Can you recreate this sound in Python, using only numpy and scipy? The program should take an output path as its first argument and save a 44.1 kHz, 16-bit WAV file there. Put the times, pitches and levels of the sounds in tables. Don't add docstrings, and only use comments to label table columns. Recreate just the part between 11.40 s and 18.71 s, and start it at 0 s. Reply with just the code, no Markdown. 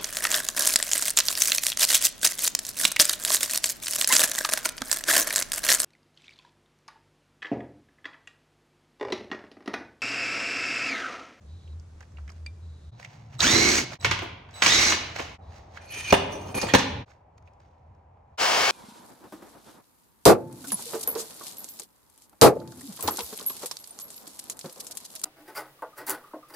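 import sys
import numpy as np
from scipy import signal
from scipy.fft import rfft, irfft, next_fast_len
from scipy.io import wavfile
from scipy.ndimage import uniform_filter1d

SR = 44100
rng = np.random.default_rng(int(sys.argv[2]) if len(sys.argv) > 2 else 0)


def wav_out(sig):
    wavfile.write(sys.argv[1], SR, np.round(np.clip(np.atleast_2d(sig).T, -1, 1) * 32767).astype(np.int16))


N = 322371
T = np.arange(N) / SR


def amp(db):
    return 10 ** (np.asarray(db) / 20)


def evened(x):
    return x / np.sqrt(np.mean(x ** 2) + 1e-20)


def read(points, hz, axis=1):
    table = np.array(points, float)
    return np.interp(np.log(hz + 1), np.log(table[:, 0] + 1), table[:, axis])


def columns(rows):
    s, *rest = np.transpose(rows)
    t = T[round(s[0] * SR):round(s[-1] * SR)]
    return round(s[0] * SR), [np.interp(t, s, c) for c in rest]


def add(mix, at, sound):
    part = mix[at:at + len(sound)]
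    part += sound[:len(part)]


def coloured(x, spectrum, band):
    size = next_fast_len(x.shape[-1] + 2048)
    hz = np.fft.rfftfreq(size, 1 / SR)
    gain = amp(read(spectrum, hz))
    in_band = (hz > band[0]) * (hz < band[1])
    gain = gain / np.sqrt(np.mean(gain ** 2 * in_band))
    return irfft(rfft(x, size) * gain, size)[..., :x.shape[-1]]


def grainy(size, rough_db, grain):
    steps, noise = rng.standard_normal((2, -(-size // SR) * SR))
    jumps = evened(uniform_filter1d(steps, max(int(grain * SR), 1)))
    return evened(noise * amp(rough_db * jumps))[:size]


def resonate(x, hz, width):
    turn = np.exp(2j * np.pi * np.cumsum(hz * np.ones(len(x))) / SR)
    r = np.exp(-np.pi * width / SR)
    return 2 * (turn * signal.lfilter([1 - r], [1, -r], x / turn)).real


# start in seconds, fade in and fade out in seconds, echo level in dB,
# air level in dB, steady low rumble in dB, rumble centre in Hz.
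SCENES = [(0, 0.013, .02, -29, -63, -90, 80), (1.512, 0.016, 0.042, -16.5, -61, -48.5, 115),
          (2.582, 0.017, 0.037, -7.5, -59, -53, 88), (3.98, 0.012, 0.035, -9.5, -53.5, -50, 78.5),
          (5.652, 0.022, 0.029, -18, -61, -57.5, 79), (6.975, 0.04, 0.00059, -12.5, -58, -59, 85)]


def scene_at(t):
    return np.searchsorted([row[0] for row in SCENES], t, "right") - 1


def swell(s, db, rise, fall):
    out = np.zeros(N)
    edges = np.array([row[0] for row in SCENES] + [N / SR])
    inside = edges[scene_at(s):][:2]
    part = slice(*np.ceil(inside * SR).astype(int))
    out[part] = amp(db - 20 * np.maximum((s - T[part]) / rise, (T[part] - s) / fall))
    return out


# frequency in Hz, relative density in dB per Hz.
YARD = [(30, -12), (60, -12.5), (150, -12.5), (250, -26), (500, -29), (1000, -34.5), (2000, -42.5),
        (3000, -46), (5000, -46), (9000, -46.5), (15500, -63)]
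SHOP = [(30, -11), (80, -2), (130, -11.5), (200, -15.5), (350, -17.5), (500, -13.5), (800, -7.5),
        (1100, -19), (1500, -28), (2500, -34.5), (4000, -55.5), (8000, -56), (15500, -67)]


def air():
    air_db = np.transpose(SCENES)[4, scene_at(T)]
    yard = amp(air_db) * coloured(rng.standard_normal((2, N)), YARD, (300, 6000))
    shop = amp(air_db) * coloured(rng.standard_normal((2, N)), SHOP, (300, 6000))
    in_yard = T < SCENES[1][0]
    waver = 1 + 0.061 * evened(uniform_filter1d(rng.standard_normal(N), 1500))
    return np.where(in_yard, yard + hum(waver), shop + murmurs() + rumble(waver)) + buzz()


# time in seconds, level in dB of the stronger machine.
HUM_DB = [(0, -50), (.12, -45), (.36, -40), (.62, -51), (.82, -41), (1.1, -41.5), (1.51, -43.5)]
HUM_HZ, BEAT_S, BEAT_TOP_S = 78.4, .234, .35
WEAKER = .45


def hum(waver):
    turn = np.exp(2j * np.pi * np.cumsum(HUM_HZ * waver) / SR)
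    beat = np.exp(1j * np.pi * (T - BEAT_TOP_S) / BEAT_S)
    pair = (turn * (beat + WEAKER / beat)).imag
    return amp(np.interp(T, *np.transpose(HUM_DB))) * np.sqrt(2) * pair


# start and end in seconds, level in dB.
BUZZ = [(.05, .36, -68), (1.2, 1.62, -71), (4.0, 4.14, -71)]
BUZZ_HZ, BUZZ_FADE_S = 3880, .04


def buzz():
    on = sum(amp(db) * np.clip(np.minimum(T - start, end - T) / BUZZ_FADE_S, 0, 1) for start, end, db in BUZZ)
    return on * evened(resonate(rng.standard_normal(N), BUZZ_HZ, 300))


# start in seconds, body level in dB, body pitch in Hz,
# bright click over body in dB.
TICKS = [(0.2763, -58, 2800, -4), (0.3974, -65, 1125, 15), (0.6065, -42, 1060, -4), (0.6275, -48, 1744, -5),
         (0.7194, -61, 1130, 4), (0.7711, -49.5, 2243, -24), (0.7844, -45, 1000, -21),
         (0.8784, -46.5, 1810, -4), (0.8924, -48, 1823, -4), (0.9009, -48.5, 1036, 5.5),
         (0.9184, -55, 1140, 7), (1.063, -45, 2433, 4.5), (1.5963, -59, 1140, -20), (1.6114, -59, 1600, 6),
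         (1.6277, -46, 2070, .4), (1.6472, -37, 2270, -4), (1.9244, -61, 1240, -13),
         (1.931, -52, 2790, -11), (1.9924, -36, 3780, 3), (2.0043, -15.5, 3940, -.4),
         (2.3835, -19.5, 2180, -12), (2.5262, -59, 1310, -7), (2.6114, -49, 3930, 8.5),
         (3.0899, -45, 1185, -21), (3.1094, -59.5, 2240, 9), (3.7609, -32.5, 2140, -16),
         (4.357, -47, 1600, -20), (4.3725, -35, 1650, -13), (4.4184, -60, 1050, -6),
         (4.5974, -41.5, 2470, .1), (5.6794, -53, 1070, -11), (5.7494, -60, 1157, -14),
         (5.9788, -63, 1097, 9), (5.715, -52, 1300, -20), (6.0244, -60, 1033, -4), (6.1344, -67, 1000, 2.5),
         (6.5494, -70, 1100, .4), (6.0746, -54, 2350, -15), (6.2024, -60, 1305, -3),
         (6.7705, -64, 992, -30)]
# frequency in Hz, relative density in dB per Hz.
SPARK = [(3000, -27), (5000, 2.5), (6500, -1), (9000, -9), (15500, -20.5)]
TICK_T60_S, CLICK_T60_S = .043, .016


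def ticks():
    out, t = np.zeros(N), T[:4000]
    for (s, db, hz, bright_db), puff in zip(TICKS, rng.standard_normal((len(TICKS), 4000))):
        body = evened(resonate(resonate(puff, hz, 900), hz, 1500)) * amp(-60 * t / TICK_T60_S)
        click = evened(coloured(puff, SPARK, (4500, 8000))) * amp(bright_db - 60 * t / CLICK_T60_S)
        add(out, round(s * SR), amp(db) * (body + click))
    return out


def smear(near):
    burst = rng.standard_normal(1500) * amp(-60 * T[:1500] / .015)
    return signal.oaconvolve(near, burst / np.linalg.norm(burst))[:N]


# frequency in Hz, time to die by 60 dB in seconds, relative level in dB.
ECHO = [(99.7, 1, -2.5), (503, 0.87, -2.5), (1504, 0.62, 2), (3000, 0.67, 3.5), (4530, 0.49, 5),
        (8000, 0.31, 2), (13880, 0.36, -3.5)]


def echo_tails():
    taps = np.zeros((2, SR))
    at = np.arange(200, SR - 20, 20) + rng.integers(0, 20, (2, (SR - 201) // 20))
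    np.put_along_axis(taps, at, rng.choice([-1., 1.], at.shape), 1)
    hz, t, z = signal.stft(taps, SR, nperseg=256)
    early_db = -60 * t / read(ECHO, hz)[:, None]
    decay = amp(early_db) + amp(0.58 * early_db - 18)
    level = amp(read(ECHO, hz, axis=2)[:, None])
    tail = signal.istft(z * level * decay, SR, nperseg=256)[1]
    return tail / np.linalg.norm(tail[0])


# peak in seconds, level in dB,
# seconds to rise 20 dB, seconds to fall 20 dB.
RUBS = [(.62, -64, .08, .06), (.79, -66, .04, .08), (.89, -64, .03, .06), (.97, -68, .12, .06),
        (1.6, -52, .008, .01), (1.652, -54, .08, .02), (1.72, -59, .2, .33), (1.948, -53, .043, .04),
        (2.44, -48, .05, .1), (2.54, -41.5, .06, .032), (2.635, -41, .028, .02), (3.16, -54, .06, .1),
        (3.21, -44.5, .07, .03), (3.576, -44, .03, .24), (3.762, -36, .008, .015),
        (3.802, -38.5, .045, .035), (3.83, -50, .05, .2), (4.162, -55, .13, .1), (4.374, -49, .07, .015),
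        (4.43, -57, .03, .06), (5.71, -64, .12, .07), (5.982, -64, .01, .008), (6.076, -67, .035, .02),
        (6.202, -72, .01, .3)]
# frequency in Hz, relative density in dB per Hz.
LEATHER = [(200, -25), (700, 7), (1200, -1), (2200, -1.5), (3400, -6.5), (6300, -7.5), (8500, -16),
           (15500, -21)]


def gloves():
    strength = sum(swell(*row) for row in RUBS)
    return coloured(strength * grainy(N, 2.6, .003), LEATHER, (1500, 7000))


# frequency in Hz, relative level in dB, time to die by 60 dB in seconds.
TONG = [(2370, -4, 0.08), (3610, -27, 0.14), (4680, -5, 0.027), (5443, -43, 0.35), (8204, -22, 0.051)]
TONG_S, TONG_DB = 1.063, -29.5


def tong_ring():
    out, t = np.zeros(N), T[:4000]
    ring = sum(amp(db - 60 * t / t60) * np.sin(2 * np.pi * hz * t) for hz, db, t60 in TONG)
    add(out, round(TONG_S * SR), amp(TONG_DB) * ring)
    return out


# peak in seconds, level in dB,
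# centre in Hz, seconds to rise 20 dB, seconds to fall 20 dB.
SWELLS = [(2.14, -32, 100, .2, .15), (2.25, -33, 115, .08, .1), (2.5, -42, 112, .1, .07),
          (2.675, -29.5, 96, .07, .12), (2.77, -37, 98, .1, .1), (2.93, -43, 98, .15, .2),
          (3.3, -40, 98, .1, .2), (3.64, -44, 86, .15, .2), (3.9, -44, 81, .3, .1), (4.1, -52, 78, .1, .1),
          (4.78, -34, 99, .13, .22), (5.08, -46, 111, .1, .15), (5.27, -39, 120, .07, .03),
          (5.345, -25, 123, .02, .08), (5.56, -29, 90, .13, .11), (6.02, -55, 78, .08, .08),
          (6.51, -53, 92, .07, .06)]


def rumble(waver):
    low_db, low_hz = np.transpose(SCENES)[5:, scene_at(T)]
    level, weighted = amp(low_db), amp(low_db) * low_hz
    for s, db, hz, rise, fall in SWELLS:
        push = swell(s, db, rise, fall)
        level, weighted = level + push, weighted + push * hz
    hz = weighted / level
    drone = np.sin(2 * np.pi * np.cumsum(hz * waver) / SR)
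    noise = evened(resonate(resonate(rng.standard_normal(N), hz, 52), hz, 90))
    return level * (0.57 * drone + .75 * noise)


# frequency in Hz, level in dB before it drifts.
MURMURS = [(640, -76.5), (800, -75), (980, -72.5)]


def murmurs():
    out = np.zeros(N)
    for hz, db in MURMURS:
        slow = uniform_filter1d(uniform_filter1d(rng.standard_normal(N), 5000), 3000)
        drift = amp(4.0 * evened(slow))
        out += amp(db) * drift * evened(resonate(rng.standard_normal(N), hz, 50))
    return out


# start and end in seconds, level in dB.
WHINES = [(1.983, 2.0, -44), (2.597, 2.645, -50), (3.138, 3.22, -46)]
# frequency in Hz, relative level in dB.
CHOP = [(3930, 0), (7860, -2), (11790, -6)]


def controller_whine():
    out = np.zeros(N)
    for start, end, db in WHINES:
        t = T[:round((end - start) * SR)]
        whine = sum(amp(db + d) * np.sin(2 * np.pi * hz * t) for hz, d in CHOP)
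        add(out, round(start * SR), whine * np.minimum(t / 0.0045, 1))
    return out


def gear_tone(hz, width, clean):
    steady = np.sqrt(2) * np.sin(2 * np.pi * np.cumsum(hz) / SR)
    rough = evened(resonate(grainy(len(hz), 2.1, 0.023), hz, width))
    return clean * steady + np.sqrt(1 - min(clean, 1) ** 2) * rough


# start and end in seconds, rise in seconds, time in seconds when the gears bite,
# spin-up time constant in seconds, gear noise in dB, base shaft hum in dB, base mesh tone in dB,
# clean share of the mesh tone, rattle depth in dB, change of the gear noise in dB per second.
RUNS = [(1.99, 2.45, .035, 2.012, .047, -22.5, -27, -24, .75, 1.5, -7),
        (3.215, 3.57, .008, 3.218, .055, -25, -38, -25, .35, 1.9, .1)]
# share of the run, mesh tone over its base in dB, second tone in dB,
# third tone in dB, shaft hum over its base in dB.
TONES = [(0, -30, -40, -56, -18), (.08, -2.5, -31, -38, -8), (.15, -3.5, -27, -30, -3),
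         (.33, -3.5, -23, -30, 0.1), (.47, -5, -28, -27, -1.5), (.62, .1, -32, -27, -3.5),
         (.8, -12, -32, -33, -4), (1, -43, -52, -59, -12)]
# frequency in Hz, relative density in dB per Hz.
GEARS = [(40, 0), (80, 3.7), (130, -9.5), (250, 0.2), (400, -3), (700, -2), (1200, -0.5), (2200, -2.5),
         (3400, -4.5), (4500, -2.5), (6300, 1.7), (8500, -6.5), (12000, -18), (15500, -15.5)]
# frequency in Hz, width in Hz, relative level in dB.
HOUSING = [(2360, 440, -5), (3134, 200, -19.5), (4600, 250, -9), (5146, 250, -13.5), (6330, 200, -7)]
BITE_HZ, TOP_HZ = 668, 2185
SHAFT = 6.4
SECOND, THIRD = 1.9, 2.68
RUN_FALL_S, COAST_DB = .06, -18


def driver_gears():
    out = np.zeros(N)
    share, *levels = np.transpose(TONES)
    for start, end, rise, bite, spin_up, gear_db, shaft_db, tone_db, clean, rough_db, sag_db in RUNS:
        t = T[round(start * SR):round(end * SR)]
        hz = TOP_HZ - (TOP_HZ - BITE_HZ) * np.exp(-np.maximum(t - bite, 0) / spin_up)
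        progress = (t - start) / (end - start)
        mesh_db, second_db, third_db, hum_db = (np.interp(progress, share, db) for db in levels)
        away = np.maximum(np.maximum(1 - (t - start) / rise, 1 - (end - t) / RUN_FALL_S), 0)
        turns = np.cumsum(hz / SHAFT) / SR
        beat = 1 + 0.24 * np.cos(2 * np.pi * turns)
        rattle = beat * grainy(len(hz), rough_db, .003)
        shell = sum(amp(db) * evened(resonate(rattle, f, width)) for f, width, db in HOUSING)
        gear_level = amp(gear_db + sag_db * (t - start) + COAST_DB * away)
        sound = gear_level * (coloured(rattle, GEARS, (1000, 7000)) + 0.36 * shell)
        sound += amp(tone_db + mesh_db) * gear_tone(hz, 110, clean)
        sound += amp(second_db) * gear_tone(SECOND * hz, 170, 0.4)
        sound += amp(third_db) * gear_tone(THIRD * hz, 70, .6)
        shaft = gear_tone(hz / SHAFT, 56, .4) + 0.53 * gear_tone(.72 * hz / SHAFT, 37, .3)
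        sound += amp(shaft_db + hum_db) * shaft
        add(out, round(start * SR), sound * signal.windows.tukey(len(hz), .04))
    return out


# start in seconds, crack in dB, low thud over crack in dB,
# treble edge over crack in dB, length of contact in seconds (the crack falls 20 dB in it).
BLOWS = [(2.6455, -16.5, -9.5, -8, 0.034), (2.7115, -18.5, -8, -8, 0.032), (2.7899, -26, -6, -12.5, 0.0094),
         (2.8191, -40.5, 10.1, -18.5, 0.043), (3.2208, -10.5, -22, -12.5, 0.02),
         (3.2612, -10.5, -19, -4, 0.014), (3.2675, -14, -17.5, -3, 0.012),
         (3.5226, -18.5, -10.5, -19, 0.027), (3.7927, -30, .4, -34.5, 0.029), (4.7242, -15, 11, -8.5, 0.02),
         (4.7399, -15.5, -2.5, -12.5, 0.019), (5.1444, -38.5, 2.1, -6, 0.013),
         (5.1844, -37, 1.1, -10.1, 0.017), (5.2151, -29, -4, 5, 0.02), (5.228, -33.5, 7, -11.5, 0.02),
         (5.2674, -33.5, 2.5, -11.5, 0.013), (5.2853, -32.5, -7.5, -16, 0.056),
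         (5.3369, -12.5, 2.1, -6.5, 0.025), (5.349, -9, 4, -9, 0.015), (5.3839, -25, -3.5, -3, 0.042)]


def blows():
    crack, edge, thud, t = *np.zeros((3, N)), T[:6000]
    for (s, db, thud_db, edge_db, contact), noise in zip(BLOWS, rng.standard_normal((len(BLOWS), 3, 6000))):
        at = round(s * SR)
        add(crack, at, noise[0] * amp(db - 20 * t / contact) * np.minimum(t / 0.00076, 1))
        add(edge, at, noise[2] * amp(db + edge_db - 25 * t / contact))
        add(thud, at, noise[1] * amp(db + thud_db - 17 * t / contact) * np.minimum(t / .003, 1))
    return crack, edge, thud


# frequency in Hz, relative density in dB per Hz.
CRACK = [(300, -33.5), (900, 2.5), (1600, 3), (2800, 4.5), (4200, -4), (6000, -25)]
THUD = [(50, -8.5), (100, -5.5), (170, -4.5), (280, -1), (500, -3), (800, -3.5), (1200, -10.5), (2000, -31)]


def steel():
    crack, edge, thud = blows()
    grit, scrape, song = slides()
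    knock = coloured(crack + amp(-8.5) * grit, CRACK, (1000, 4500))
    bright = coloured(edge + amp(-10.5) * grit, SPARK, (4500, 8000))
    low = coloured(thud + scrape, THUD, (100, 800))
    ring = mould_ring(grit + amp(-14.5) * crack)
    return knock + bright + low + amp(17) * ring + song + squeaks()


# time in seconds,
# gritty ringing in dB and dull scrape in dB, both before colouring.
SLIDES = [
    [(4.4, -65.5, -63.5), (4.475, -60, -60), (4.522, -46, -57), (4.542, -36.5, -49), (4.566, -44.5, -44.5),
     (4.602, -35, -51), (4.62, -46, -57), (4.676, -41.5, -53), (4.716, -27.5, -43)],
    [(4.9, -49.5, -41.5), (5.05, -62, -45), (5.092, -49, -40.5), (5.135, -56, -48)],
    [(5.143, -36.5, -39.5), (5.179, -39, -30), (5.211, -38.5, -53.5), (5.235, -42.5, -28),
     (5.311, -47, -46), (5.33, -41, -37.5)],
]
# level over the gritty ringing in dB, one a stretch.
SONG_DB = [3, -6, 2.5]
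SONG_HZ, SONG_WIDTH = 2437, 48


def slides():
    grit, scrape, song = np.zeros((3, N))
    for rows, song_db in zip(SLIDES, SONG_DB):
        at, (ring_db, scrape_db) = columns(rows)
        size = len(ring_db)
        singing = evened(resonate(grainy(size, 1.5, 0.013), SONG_HZ, SONG_WIDTH))
        add(song, at, amp(ring_db + song_db) * singing)
        add(grit, at, amp(ring_db) * grainy(size, 3.0, 0.0048) * signal.windows.tukey(size, .08))
        add(scrape, at, amp(scrape_db) * grainy(size, 2.5, .01))
    return grit, scrape, song


# frequency in Hz, width in Hz, relative level in dB.
MOULD = [(1830, 50, -15.5), (3084, 41, -9), (3600, 77, -20.5), (4330, 80, -10), (6000, 70, -6),
         (6340, 44, -1.5), (7230, 50, -7), (8660, 54, 0), (9100, 50, -8), (10300, 60, -4),
         (11200, 52, -7.5)]


def mould_ring(strike):
    free = slice(round(SCENES[3][0] * SR), round(SCENES[4][0] * SR))
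    drive, ring = strike[free], np.zeros(N)
    for hz, width, db in MOULD:
        slow = uniform_filter1d(uniform_filter1d(rng.standard_normal(2 * SR), 1200), 600)
        wander = amp(6.1 * evened(slow))[:len(drive)]
        ring[free] += amp(db) * resonate(drive * wander, hz, width)
    return ring


# start in seconds, length in seconds,
# frequency in Hz, level in dB.
SQUEAKS = [(4.5, .06, 2950, -48), (4.57, .03, 6300, -42), (4.64, .03, 3000, -38), (5.215, .03, 4330, -41),
           (4.7, .022, 4330, -38), (4.92, .06, 5950, -48), (5.27, .03, 7230, -42), (5.28, .04, 1830, -33),
           (5.28, .045, 3300, -38)]


def squeaks():
    out, t = np.zeros(N), T[:6000]
    for (s, length, hz, db), noise in zip(SQUEAKS, rng.standard_normal((len(SQUEAKS), 6000))):
        shape = np.sin(np.pi * np.minimum(t / length, 1))
        add(out, round(s * SR), amp(db) * evened(resonate(noise, hz, 90)) * shape)
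    return out


# frequency in Hz, relative density in dB per Hz.
SAW = [(60, -20), (130, -19), (250, -15.5), (450, -4), (700, 2.5), (1200, -1), (2200, -4), (3000, -3),
       (3700, -9), (5000, -5.5), (7000, -12), (10000, -16.5), (15500, -19)]
# frequency in Hz, level in dB.
SAW_TONES = [(720, -39), (2207, -34), (7350, -48)]
SAW_DB = -22


def saw():
    out, at = np.zeros(N), round(SCENES[5][0] * SR)
    noise = grainy(N - at, 0.81, 0.0046)
    tones = sum(amp(db) * evened(resonate(rng.standard_normal(SR), hz, 11))[:N - at] for hz, db in SAW_TONES)
    add(out, at, amp(SAW_DB) * coloured(noise, SAW, (400, 7000)) + tones)
    return out


def scene():
    near = ticks() + tong_ring() + gloves() + controller_whine() + driver_gears() + steel()
    out, tails = air(), echo_tails()
    paths = np.array([near, 0.45 * near + 1.04 * smear(near)])
    first, second = saw(), saw()
    near = near + first
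    paths = paths + np.array([first, .75 * first + .65 * second])
    ends = [row[0] for row in SCENES[1:]] + [N / SR]
    for (start, rise, fall, echo_db, *_), end in zip(SCENES, ends):
        part = slice(round(start * SR), round(end * SR))
        wet = signal.fftconvolve(near[None, part], tails, axes=1)[:, :len(near[part])]
        fade = np.clip(np.minimum((T[part] - start) / rise, (end - T[part]) / fall), 0, 1)
        out[:, part] = (out[:, part] + paths[:, part] + amp(echo_db) * wet) * fade
    return out


# frequency in Hz, level in dB, lead in radians.
PORTS = [(60, -28.5, 1.5), (200, -19, 1.5), (380, -7.5, 4.2), (700, 0.5, 0.5), (1250, -4, 1.8),
         (2400, -3, 0.62), (4400, -2.5, 2), (6500, -2, 1.2), (8350, 6.5, 0.59), (10140, 36, 1.5),
         (12040, 62, 2.7), (15000, 7, 1.3)]
EDGE_HZ = 15900


def record(dry):
    size = next_fast_len(N + 4096)
    hz, z = np.fft.rfftfreq(size, 1 / SR), rfft(dry, size)
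    z = z * hz ** 3 / (hz ** 3 + 34 ** 3)
    ratio = amp(read(PORTS, hz))
    both = z[0] / np.sqrt(1 + ratio ** 2)
    apart = z[1] * ratio / np.sqrt(1 + ratio ** 2) * np.exp(1j * read(PORTS, hz, axis=2))
    pair = irfft(np.array([both + apart, both - apart]), size)[:, :N]
    pair = pair / (1 + abs(pair) ** 4) ** (1 / 4)
    band_limit = signal.firwin(1023, EDGE_HZ, window=("kaiser", 9), fs=SR)
    return signal.oaconvolve(pair, band_limit[None], "same")


dry = scene()
out = record(dry)
wav_out(out)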